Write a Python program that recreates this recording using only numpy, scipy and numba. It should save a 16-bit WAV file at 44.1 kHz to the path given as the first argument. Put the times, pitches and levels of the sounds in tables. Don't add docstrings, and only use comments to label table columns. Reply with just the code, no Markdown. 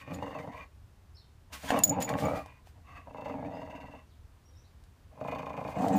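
import sys
import numpy as np
from scipy import signal
from scipy.fft import rfft, irfft
from scipy.io import wavfile
from scipy.ndimage import uniform_filter1d
from numba import njit

SR = 44100
rng = np.random.default_rng(int(sys.argv[2]) if len(sys.argv) > 2 else 0)


def inscribe(sig):
    pcm = np.round(np.clip(np.atleast_2d(sig).T, -1, 1) * 32767)
    wavfile.write(sys.argv[1], SR, pcm.astype(np.int16))


def field_ratio(decibels):
    return 10 ** (np.asarray(decibels, dtype=float) / 20)


N = 263718
T = np.arange(N) / SR


def level(x, db):
    return x * field_ratio(db) / np.sqrt(np.mean(x ** 2))


@njit
def svf(x, hz, width_hz):
    y, band_state, low_state = np.empty(len(x)), 0., 0.
    for i in range(len(x)):
        g, damping = np.tan(np.pi * hz[i] / SR), width_hz / hz[i]
        v = (band_state + g * (x[i] + 1e-18 - low_state)) / (1 + g * (g + damping))
        band_state = 2 * v - band_state
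        low_state += 2 * g * v
        y[i] = damping * v
    return y


def resonance(x, hz, width_hz):
    return svf(x, hz + 0. * T, 1. * width_hz)


def ring(x, peaks):
    return sum((-1) ** k * field_ratio(db) * resonance(x, hz, width_hz) for k, (hz, width_hz, db) in enumerate(peaks))


def band(x, lo_hz, hi_hz):
    return signal.sosfilt(signal.butter(3, [lo_hz, hi_hz], "bandpass", fs=SR, output="sos"), x)


def decay(x, decay_s):
    return signal.lfilter([1], [1, -np.exp(-1 / (decay_s * SR))], x)


def clicks(seconds, sizes):
    return np.bincount((np.asarray(seconds) * SR).astype(int), sizes, N)[:N]


def walk(rate_hz):
    k = int(SR / rate_hz)
    steps = np.repeat(rng.standard_normal(N // k + 1), k)
    return 3.2 * uniform_filter1d(uniform_filter1d(steps, k), k)[:N]


def track(tables, silent_db=-110):
    s, *columns = np.concatenate(tables).T
    columns = [np.interp(T, s, c) for c in columns]
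    sounding = sum((T >= rows[0][0]) & (T <= rows[-1][0]) for rows in tables) > 0
    return [np.where(sounding, columns[0], silent_db)] + columns[1:]


def strike(seconds, db, modes, rise_s):
    out = np.zeros(N)
    share = field_ratio(2.2 * rng.standard_normal((len(seconds), len(modes))))
    t = T[:SR // 3]
    for (hz, mode_db, t60_s), part in zip(modes, share.T):
        envelope = np.exp(-np.log(1000) * t / t60_s) * (1 - np.exp(-t / rise_s))
        tone = field_ratio(mode_db) * np.sin(2 * np.pi * hz * t) * envelope
        out += signal.fftconvolve(clicks(seconds, field_ratio(db) * part), tone)[:N]
    return out


def crack(seconds, db, hz, width_hz, decay_s):
    noise = level(resonance(rng.standard_normal(N), hz, width_hz), 0)
    return decay(clicks(seconds, field_ratio(db)), decay_s) * noise


def swells(rows):
    rise_db_s, fall_db_s = 1495, 548.5
    out = np.zeros(N)
    for s, hold_s, db in rows:
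        out += field_ratio(db - rise_db_s * np.clip(s - T, 0, 1) - fall_db_s * np.clip(T - s - hold_s, 0, 1))
    return out


def glides(rows):
    out = np.zeros(N)
    for s, length_s, start_hz, end_hz, db in rows:
        u = np.clip((T - s) / length_s, 0, 1)
        phase = 2 * np.pi * np.cumsum(start_hz + (end_hz - start_hz) * u) / SR
        out += field_ratio(db) * np.sqrt(np.sin(np.pi * u) + 1e-12) * np.sin(phase)
    return out


def echoes(x, t60_s):
    t = T[:int(t60_s * SR)]
    tail = rng.standard_normal(len(t)) * np.exp(-np.log(1000) * t / t60_s) * (t > .006)
    return signal.fftconvolve(x, tail / np.sqrt(np.sum(tail ** 2)))[:N]


def town():
    # f/Hz, relative density/dB
    colour_rows = [(15, -35.5), (25, -13.5), (79, -5.5), (160, -19.5), (495, -30), (648, -30.5),
                   (945, -30.5), (1020, -31.5), (2170, -38), (15500, -51)]
    # f/Hz, first filter width/Hz, level/dB
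    hum_hz, width_hz, hum_db = (75, 18, -59)
    hz, db = np.transpose(colour_rows)
    bins = np.maximum(np.fft.rfftfreq(N, 1 / SR), 1)
    colour = field_ratio(np.interp(np.log(bins), np.log(hz), db)) * rfft(rng.standard_normal(N))
    bass = irfft(colour * (bins < 130), N) * field_ratio(1.5 * walk(35))
    rest = irfft(colour * (bins >= 130), N) * field_ratio(0.3 * walk(1.0))
    drone = ring(rng.standard_normal(N), [(hum_hz, width_hz, 0)])
    drone = level(ring(drone, [(hum_hz, 3 * width_hz, 0)]), hum_db)
    return level(bass + rest, -57.8) + drone


def birds():
    # t/s, length/s, start f/Hz, end f/Hz, relative level/dB
    notes = [(1.146, 0.016, 4770, 5580, -59), (1.158, 0.023, 5490, 3600, -56),
             (1.204, 0.021, 3760, 3650, -58), (1.228, .014, 3600, 3020, -61),
             (3.529, 0.046, 4850, 5150, -63), (4.065, 0.023, 6270, 4790, -71.5),
             (4.09, 0.048, 4850, 2740, -67), (4.43, .11, 503, 510, -68.5), (4.438, 0.051, 5540, 5760, -66),
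             (4.526, 0.035, 3820, 3640, -70), (4.554, 0.042, 5140, 6180, -62.5),
             (4.6, .02, 3700, 3630, -77.5), (4.638, 0.028, 3550, 4960, -63.5),
             (4.668, 0.03, 4950, 5000, -70)]
    out = glides(notes) * field_ratio(2.0 * walk(300))
    return field_ratio(-10) * out + field_ratio(-5) * echoes(out, 0.3)


def rustle():
    # t/s at full level, hold/s, level/dB
    moves = [(0, 0.64, -71.5), (0.14, 0.0027, -51), (0.746, 0.013, -72.5), (1.53, 0.12, -49.5),
             (1.65, 0.22, -51.5), (1.656, 0.039, -47.5), (1.832, .004, -45), (2.005, 0.051, -48),
             (2.11, .29, -52.5), (2.018, 0.0048, -41), (2.082, 0.0053, -52), (2.36, 0.017, -47.5),
             (2.661, 0.03, -63), (5.25, 0.62, -71.5), (5.785, 0.04, -61), (5.82, 0.18, -58),
             (5.96, .03, -62)]
    # f/Hz, width/Hz, relative gain/dB
    fur = [(1504, 2100, 6), (4960, 28000, -3), (11560, 3700, -1.5)]
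    ticks = field_ratio(1.5 * rng.exponential(size=N)) * (rng.random(N) < .03) * rng.standard_normal(N)
    grain = rng.standard_normal(N) + 0.2 * level(ticks, 0)
    return swells(moves) * level(ring(grain * field_ratio(2.17 * walk(28.97)), fur), 0)


def knocks():
    # t/s, relative mode level/dB, relative edge level/dB
    blows = [(1.639, -32, -55), (1.705, -9.5, -28.5), (1.739, -21, -44), (2.091, -25, -31),
             (2.139, -24, -59), (2.187, -25.5, -42.5), (2.46, -35, -49.5), (2.672, -45, -57.5),
             (4.838, -55, -56), (5.883, -47, -37)]
    # f/Hz, relative level/dB, t60/s
    boards = [(314.7, -16, 0.035), (750, 3.5, 0.017), (1680, 5.5, 0.0056), (2680, -5.5, 0.01)]
    s, mode_db, edge_db = np.transpose(blows)
    return strike(s, mode_db - 6.5, boards, 0.00022) + crack(s, edge_db - 5.0, 3500, 5000., 0.0044)


def tags():
    # t/s, relative low ring/dB, relative high ring/dB, relative tick/dB
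    onsets = [(0.143, -44, -60, -80), (1.5308, -55, -73, -63), (1.6264, -51, -61, -62),
              (1.667, -51, -69, -66), (1.6872, -40, -64, -57), (1.701, -38, -65, -62),
              (1.722, -47, -66.5, -68), (1.79, -42, -55, -36.5), (1.833, -39, -50, -55),
              (1.8364, -9.5, -18, -23), (1.853, -22.5, -29, -36), (1.877, -26.5, -38, -44),
              (1.8944, -20.5, -40, -40), (1.924, -55, -62, -55), (2.003, -39, -47, -52),
              (2.0244, -25.5, -46, -37), (2.0456, -31.5, -42, -47.5), (2.0923, -42, -55.5, -67),
              (2.131, -52, -55, -66.5), (2.252, -41, -47, -58), (5.956, -52, -50, -58),
              (5.965, -40, -40, -60)]
    # f/Hz, relative level/dB, t60/s
    low = [(6897, 0, .036), (6905, -13, .1), (7040, -15, .03), (7133, -18, .05)]
    high = [(15104, 0, .045), (14895, -8, .045), (15190, -8, .04)]
    edge = [(8812, 0, .02), (9491, -1, .02), (10430, 0, .02)]
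    s, low_db, high_db, edge_db = np.transpose(onsets)
    rings = strike(s, low_db + 3.5, low, 0.0029) + strike(s, high_db + 1.5, high, 0.0016)
    rings += strike(s, edge_db - 7.5, edge, .0003)
    return rings + crack(s, edge_db + 8.5, 9700, 15000.0, 0.0016)


def rasp():
    # t/s at full level, hold/s, level/dB
    gusts = [(5.756, 0.0057, -69), (5.786, 0.014, -66), (5.82, 0.012, -57), (5.856, .012, -63),
             (5.882, 0.0065, -68), (5.902, .008, -64), (5.93, 0.012, -58)]
    # f/Hz, width/Hz, relative gain/dB
    teeth = [(4130, 340, -2), (6150, 240, 2.5), (7500, 770, 2), (8400, 520, -6)]
    return swells(gusts) * level(ring(rng.standard_normal(N) * field_ratio(1.9 * walk(150)), teeth), 0)


def whine():
    # t/s, length/s, start f/Hz, end f/Hz, level/dB
    notes = [(1.915, 0.026, 784, 973, -30)]
    return glides(notes)


def chop_depth():
    # t/s, depth/0-1
    chop = [(0, .65), (.5, .65), (.57, .4), (.7, .4), (1.5, .5), (2.6, .5), (3.05, .95), (3.3, .9),
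            (3.335, .3), (3.62, .35), (3.68, .85), (3.98, .7), (5.15, .9), (5.7, .9), (5.75, .4),
            (5.8, .35)]
    return np.clip(np.interp(T, *np.transpose(chop)), 0, 1)


def flutter(depth):
    # t/s, beat rate/Hz, puff lead/share of a beat
    beats = [
        [(.225, 24, .22), (.475, 24, .22), (.49, 19, .22), (.64, 19, .22)],
        [(3.072, 27, .42), (3.28, 26.3, .43), (3.36, 22, .51), (3.7, 19.2, .59), (3.95, 19, .59)],
        [(5.176, 27.42, .34), (5.8, 27.42, .34)],
    ]
    slaps, fade, puff = np.zeros(N), np.ones(N), np.ones(N)
    for rows in beats:
        s, rate_hz, lead = np.transpose(rows)
        on = (T >= s[0]) & (T < s[-1])
        count = np.cumsum(on * np.interp(T, s, rate_hz)) / SR
        times = np.interp(np.arange(int(count[-1]) + 1), count[on], T[on])
        slaps += clicks(times, field_ratio(0.5 * rng.standard_normal(len(times)))) * depth ** 2
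        fade = np.where(on, 1 - depth / (1 + np.exp((.6 - count % 1) / .08)), fade)
        ahead = (count + np.interp(T, s, lead)) % 1
        puff = np.where(on, 1 - depth + 40 * depth * ahead * np.exp(-ahead / .16), puff)
    return slaps, fade, puff


def folds():
    fold_hz = 88.66
    timing, strength = rng.standard_normal((int(1.6 * fold_hz * N / SR), 2)).T
    times = np.cumsum(np.exp(.2 * timing) / fold_hz)
    kept = times < T[-1]
    times, strength = times[kept], strength[kept]
    pulses = level(clicks(times, field_ratio(2.5 * strength)), 0)
    gusts = level(decay(clicks(times, field_ratio(3.2 * strength)), .006), 0)
    return pulses, gusts


def posture():
    # t/s, chest/dB, belly/dB, chest f/Hz, throat f/Hz, low nose f/Hz,
    # high nose f/Hz, breath share/0-1 (all f before drift, levels relative)
    poses = [(0, 4.5, -2, 205, 577, 1820, 2390, 0.06), (.2, -1.5, -7.5, 229, 566, 1785, 2760, 0.08),
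             (0.341, -4, -2.5, 230, 603, 1980, 2550, 0.7), (.39, 0, -8, 235, 584, 1780, 2060, 0.6),
             (.46, -1.5, -6, 236, 680, 1800, 2100, 0.93), (0.529, -6.5, -2, 235, 630, 1900, 2380, 0.98),
             (1.5, 3, -14, 210, 655, 1590, 3050, 0.42), (1.665, 2, -13, 217, 630, 1660, 3340, 0.47),
             (1.71, 5, -15.5, 223, 740, 1550, 2280, 0.16), (1.757, -3.5, -15, 213, 590, 2270, 2900, 0.55),
             (1.785, 0, -9.5, 210, 690, 1670, 2680, 0.24), (1.82, 0, -10, 200, 676, 1720, 2770, 0.17),
             (1.86, 4.5, -4, 201, 610, 1970, 2400, 0.05), (1.93, -1, -10, 204, 555, 2180, 2550, 0.63),
             (1.985, 0.5, -8, 215, 554, 1800, 2580, 0.29), (2.07, 0.5, -5, 225, 610, 1935, 2300, 0.06),
             (2.13, 0.5, -5, 212, 595, 1930, 2330, 0.18), (2.22, -2.5, -0.5, 217, 550, 1900, 2365, 0.25),
             (2.275, -3, -5, 210, 640, 1980, 2400, 0), (2.31, -11, 3, 212, 566, 1900, 2430, 0.12),
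             (2.35, -4, 1, 212, 660, 1895, 2450, 0.36), (2.739, -2.5, -2.5, 187, 704, 1882, 2630, 1),
             (3.051, -1, -9, 241, 638, 2007, 2670, 0.53), (3.3, 1.5, -9, 250, 650, 1940, 2544, 0.37),
             (3.35, 4.5, -10, 260, 652, 1665, 2170, 0.05), (3.455, 6, -8.5, 263, 655, 1750, 2480, 0.11),
             (3.5, 2, -11, 257, 645, 1886, 2705, 0.1), (3.62, 1.5, -6.5, 246, 656, 1896, 2680, 0.67),
             (5.101, -2.5, -4.5, 241, 640, 2016, 2464, 0.62), (5.78, 3, -15, 194, 744, 1720, 2500, 0.19),
             (5.82, 2.5, -18.5, 208, 720, 2150, 2500, 0.19), (5.855, -1, -8, 201, 733, 1620, 2000, 0.26),
             (5.91, 1.5, -15, 202, 783, 1660, 2520, 0.25)]
    start, *held = np.transpose(poses)
    now = np.clip(np.searchsorted(start, T) - 1, 0, None)
    chest_db, belly_db, *centres_hz, share = [uniform_filter1d(c[now], size=SR // 40) for c in held]
    centres_hz = [hz * (1 + 0.005 * walk(12)) for hz in centres_hz]
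    return chest_db, belly_db, centres_hz, np.clip(share, 0, 1)


def chest(voice, chest_db, belly_db, chest_hz):
    body = svf(voice, chest_hz, 30.0) - field_ratio(belly_db) * resonance(voice, 135, 120)
    body = body - field_ratio(-0.5) * resonance(voice, 280, 33)
    return field_ratio(chest_db) * band(body, 57, 288)


def throat(voice, blows, throat_hz, mouth_hz, mouth_db):
    # f/Hz, width/Hz, relative gain/dB
    fixed = [(453, 68, 0.5), (792.8, 41, 9)]
    tube = sum(field_ratio(db) * resonance(voice, hz, width_hz) for hz, width_hz, db in fixed)
    tube = tube - field_ratio(10.5) * svf(voice, throat_hz, 85.0) - field_ratio(mouth_db) * svf(voice, mouth_hz, 75.0)
    thud = resonance(resonance(voice + 4 * blows, 680, 640), 680, 640)
    thud = signal.sosfilt(signal.butter(3, 1200, fs=SR, output="sos"), thud)
    return band(tube, 300, 1500) + field_ratio(-8) * thud


def nose(nasal, low_hz, high_hz, nose_db):
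    # f/Hz, width/Hz, relative gain/dB
    nostrils = [(1550, 180, 2), (2150, 510, -3), (2900, 210, -3)]
    out = field_ratio(1.5) * svf(nasal, low_hz, 70.0) - field_ratio(3.5) * svf(nasal, high_hz, 80.)
    return field_ratio(nose_db) * band(out + field_ratio(-5.5) * ring(nasal, nostrils), 1400, 3299)


def breath(flow, breath_db):
    # f/Hz, width/Hz, relative gain/dB
    hiss = [(3650, 240, -1), (3050, 200, -5), (4400, 300, -5.5), (6450, 770, -9.5), (8500, 2500, -20),
            (11800, 300, -14), (13450, 2400, -18.5)]
    return field_ratio(breath_db) * ring(flow, hiss)


def dog():
    # t/s, relative voice level/dB, relative airflow level/dB, mouth f/Hz
    bouts = [
        [(0, -66.5, -51.5, 1106), (.058, -57.5, -60.5, 1080), (.108, -42.5, -50, 1130),
         (.14, -45.5, -65.5, 1200), (.208, -46, -59, 915), (.226, -35.5, -54, 1000), (.27, -42.5, -51.5, 1090),
         (.298, -40.5, -55.5, 1060), (.356, -41, -51, 1084), (.428, -49, -59, 1020), (.478, -43, -62, 950),
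         (.535, -53, -52.5, 990), (.565, -56.5, -56, 1040), (.61, -57, -50.5, 1090), (.66, -77, -73.5, 1110),
         (.72, -79, -90, 1110)],
        [(1.5, -66.5, -76, 905), (1.558, -56.5, -57, 1110), (1.618, -75, -84, 950), (1.636, -42.5, -70, 990),
         (1.69, -56.5, -39.5, 1010), (1.72, -33.5, -45, 1010), (1.775, -31, -36, 1136), (1.83, -41.5, -54, 860),
         (1.87, -38, -66, 730), (1.915, -35, -57, 798), (1.94, -39, -49, 970), (1.985, -29, -51, 1013),
         (2.04, -41.5, -62, 890), (2.065, -40, -61, 900), (2.08, -41, -45, 1050), (2.11, -31, -49.5, 1070),
         (2.17, -38.5, -59, 1110), (2.25, -31, -49, 1164), (2.31, -32.5, -52.5, 1250), (2.33, -29, -51.5, 1270),
         (2.39, -39, -49, 1270), (2.44, -56, -63, 1110), (2.49, -67.5, -60, 1004), (2.6, -77.5, -71, 1030)],
        [(2.74, -78, -81, 953), (2.788, -65, -80, 898), (2.818, -85.5, -90.5, 998), (2.874, -69, -60, 1116),
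         (2.974, -61, -55.5, 1170), (3.052, -75.5, -70.5, 1086), (3.074, -54.5, -67.5, 978),
         (3.134, -53.5, -68, 939), (3.142, -47.5, -60.5, 990), (3.306, -42.5, -54, 1000),
         (3.366, -44, -65, 930), (3.44, -41, -64.5, 932), (3.534, -41, -59.5, 936), (3.702, -52.5, -58.5, 945),
         (3.948, -53, -57.5, 1011), (4.01, -71, -66.5, 1050), (4.05, -73, -80.5, 1060)],
        [(5.1, -75, -88, 1110), (5.15, -67, -76.5, 1066), (5.21, -42, -61, 1000), (5.29, -43, -51, 1060),
         (5.4, -44, -50, 1067), (5.6, -43, -55.5, 1028), (5.69, -41, -56.5, 1026), (5.735, -47.5, -56.5, 980),
         (5.76, -40, -52, 947), (5.782, -39, -56, 950), (5.8, -31.5, -55.5, 1010), (5.85, -29, -52.5, 916),
         (5.89, -32.5, -59.5, 850), (5.94, -26, -50, 860), (5.98, -32, -55, 845)],
    ]
    # t/s, relative level/dB
    snaps = [(0.112, -39), (0.223, -61), (0.278, -36), (0.315, -41), (0.353, -32), (0.389, -45),
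             (0.475, -42), (1.72, -17.5), (1.743, -19), (1.926, -29), (2.104, -23), (2.153, -20.5),
             (2.24, -27), (2.269, -35), (2.318, -27), (2.285, -20), (2.35, -28), (3.258, -30.5),
             (3.296, -34), (3.341, -28.5), (3.355, -31.5), (3.385, -33), (3.399, -35.5), (3.429, -30.5),
             (3.448, -37.5), (3.539, -35), (3.57, -37.5), (3.619, -36), (5.213, -33.5), (5.284, -26),
             (5.842, -20), (5.865, -21), (5.905, -24), (5.922, -28)]
    db, air_db, mouth_hz = track(bouts)
    chest_db, belly_db, (chest_hz, throat_hz, low_hz, high_hz), share = posture()
    nose_db = np.where(db > -110, air_db - db, 0)
    depth = chop_depth()
    pulses, gusts = folds()
    pulses = pulses * (1 - 0.77 * depth)
    slaps, fade, puff = flutter(depth)
    air = rng.standard_normal(N) * field_ratio(0.89 * walk(60))
    gain = field_ratio(db + 0.5)
    s, snap_db = np.transpose(snaps)
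    blows = gain * field_ratio(28.0) * slaps + clicks(s, field_ratio(snap_db + 11.5))
    voice = gain * fade * (np.sqrt(1 - share) * pulses + np.sqrt(share) * air) + blows
    puff = puff + 1.1 * decay(clicks(s - .003, np.ones(len(s))), 0.013)
    torn = air * (.6 + .4 * gusts)
    nasal = 0.022 * voice + gain * puff ** 0.6 * torn
    out = field_ratio(13.0) * throat(voice, blows, throat_hz, mouth_hz, 12.5 + 0.66 * nose_db)
    out += field_ratio(25.5) * chest(voice, chest_db, belly_db, chest_hz)
    out += field_ratio(13.5) * nose(nasal, low_hz, high_hz, nose_db)
    return out + field_ratio(11.0) * breath(gain * puff * air, nose_db - 12)


def scene():
    background = town() + birds()
    near = rustle() + knocks() + rasp() + whine() + dog()
    jingle = tags()
    echo = echoes(field_ratio(-8) * near + field_ratio(-20) * jingle, 0.11)
    return (background + near + jingle + echo)[None]


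def low_pass(x):
    return signal.sosfilt(signal.butter(12, 16180, fs=SR, output="sos"), x)


def record(dry):
    cut = signal.sosfilt(signal.ellip(8, .2, 55, 15250, fs=SR, output="sos"), dry)
    return low_pass(cut)


dry = scene()
out = record(dry)
inscribe(out)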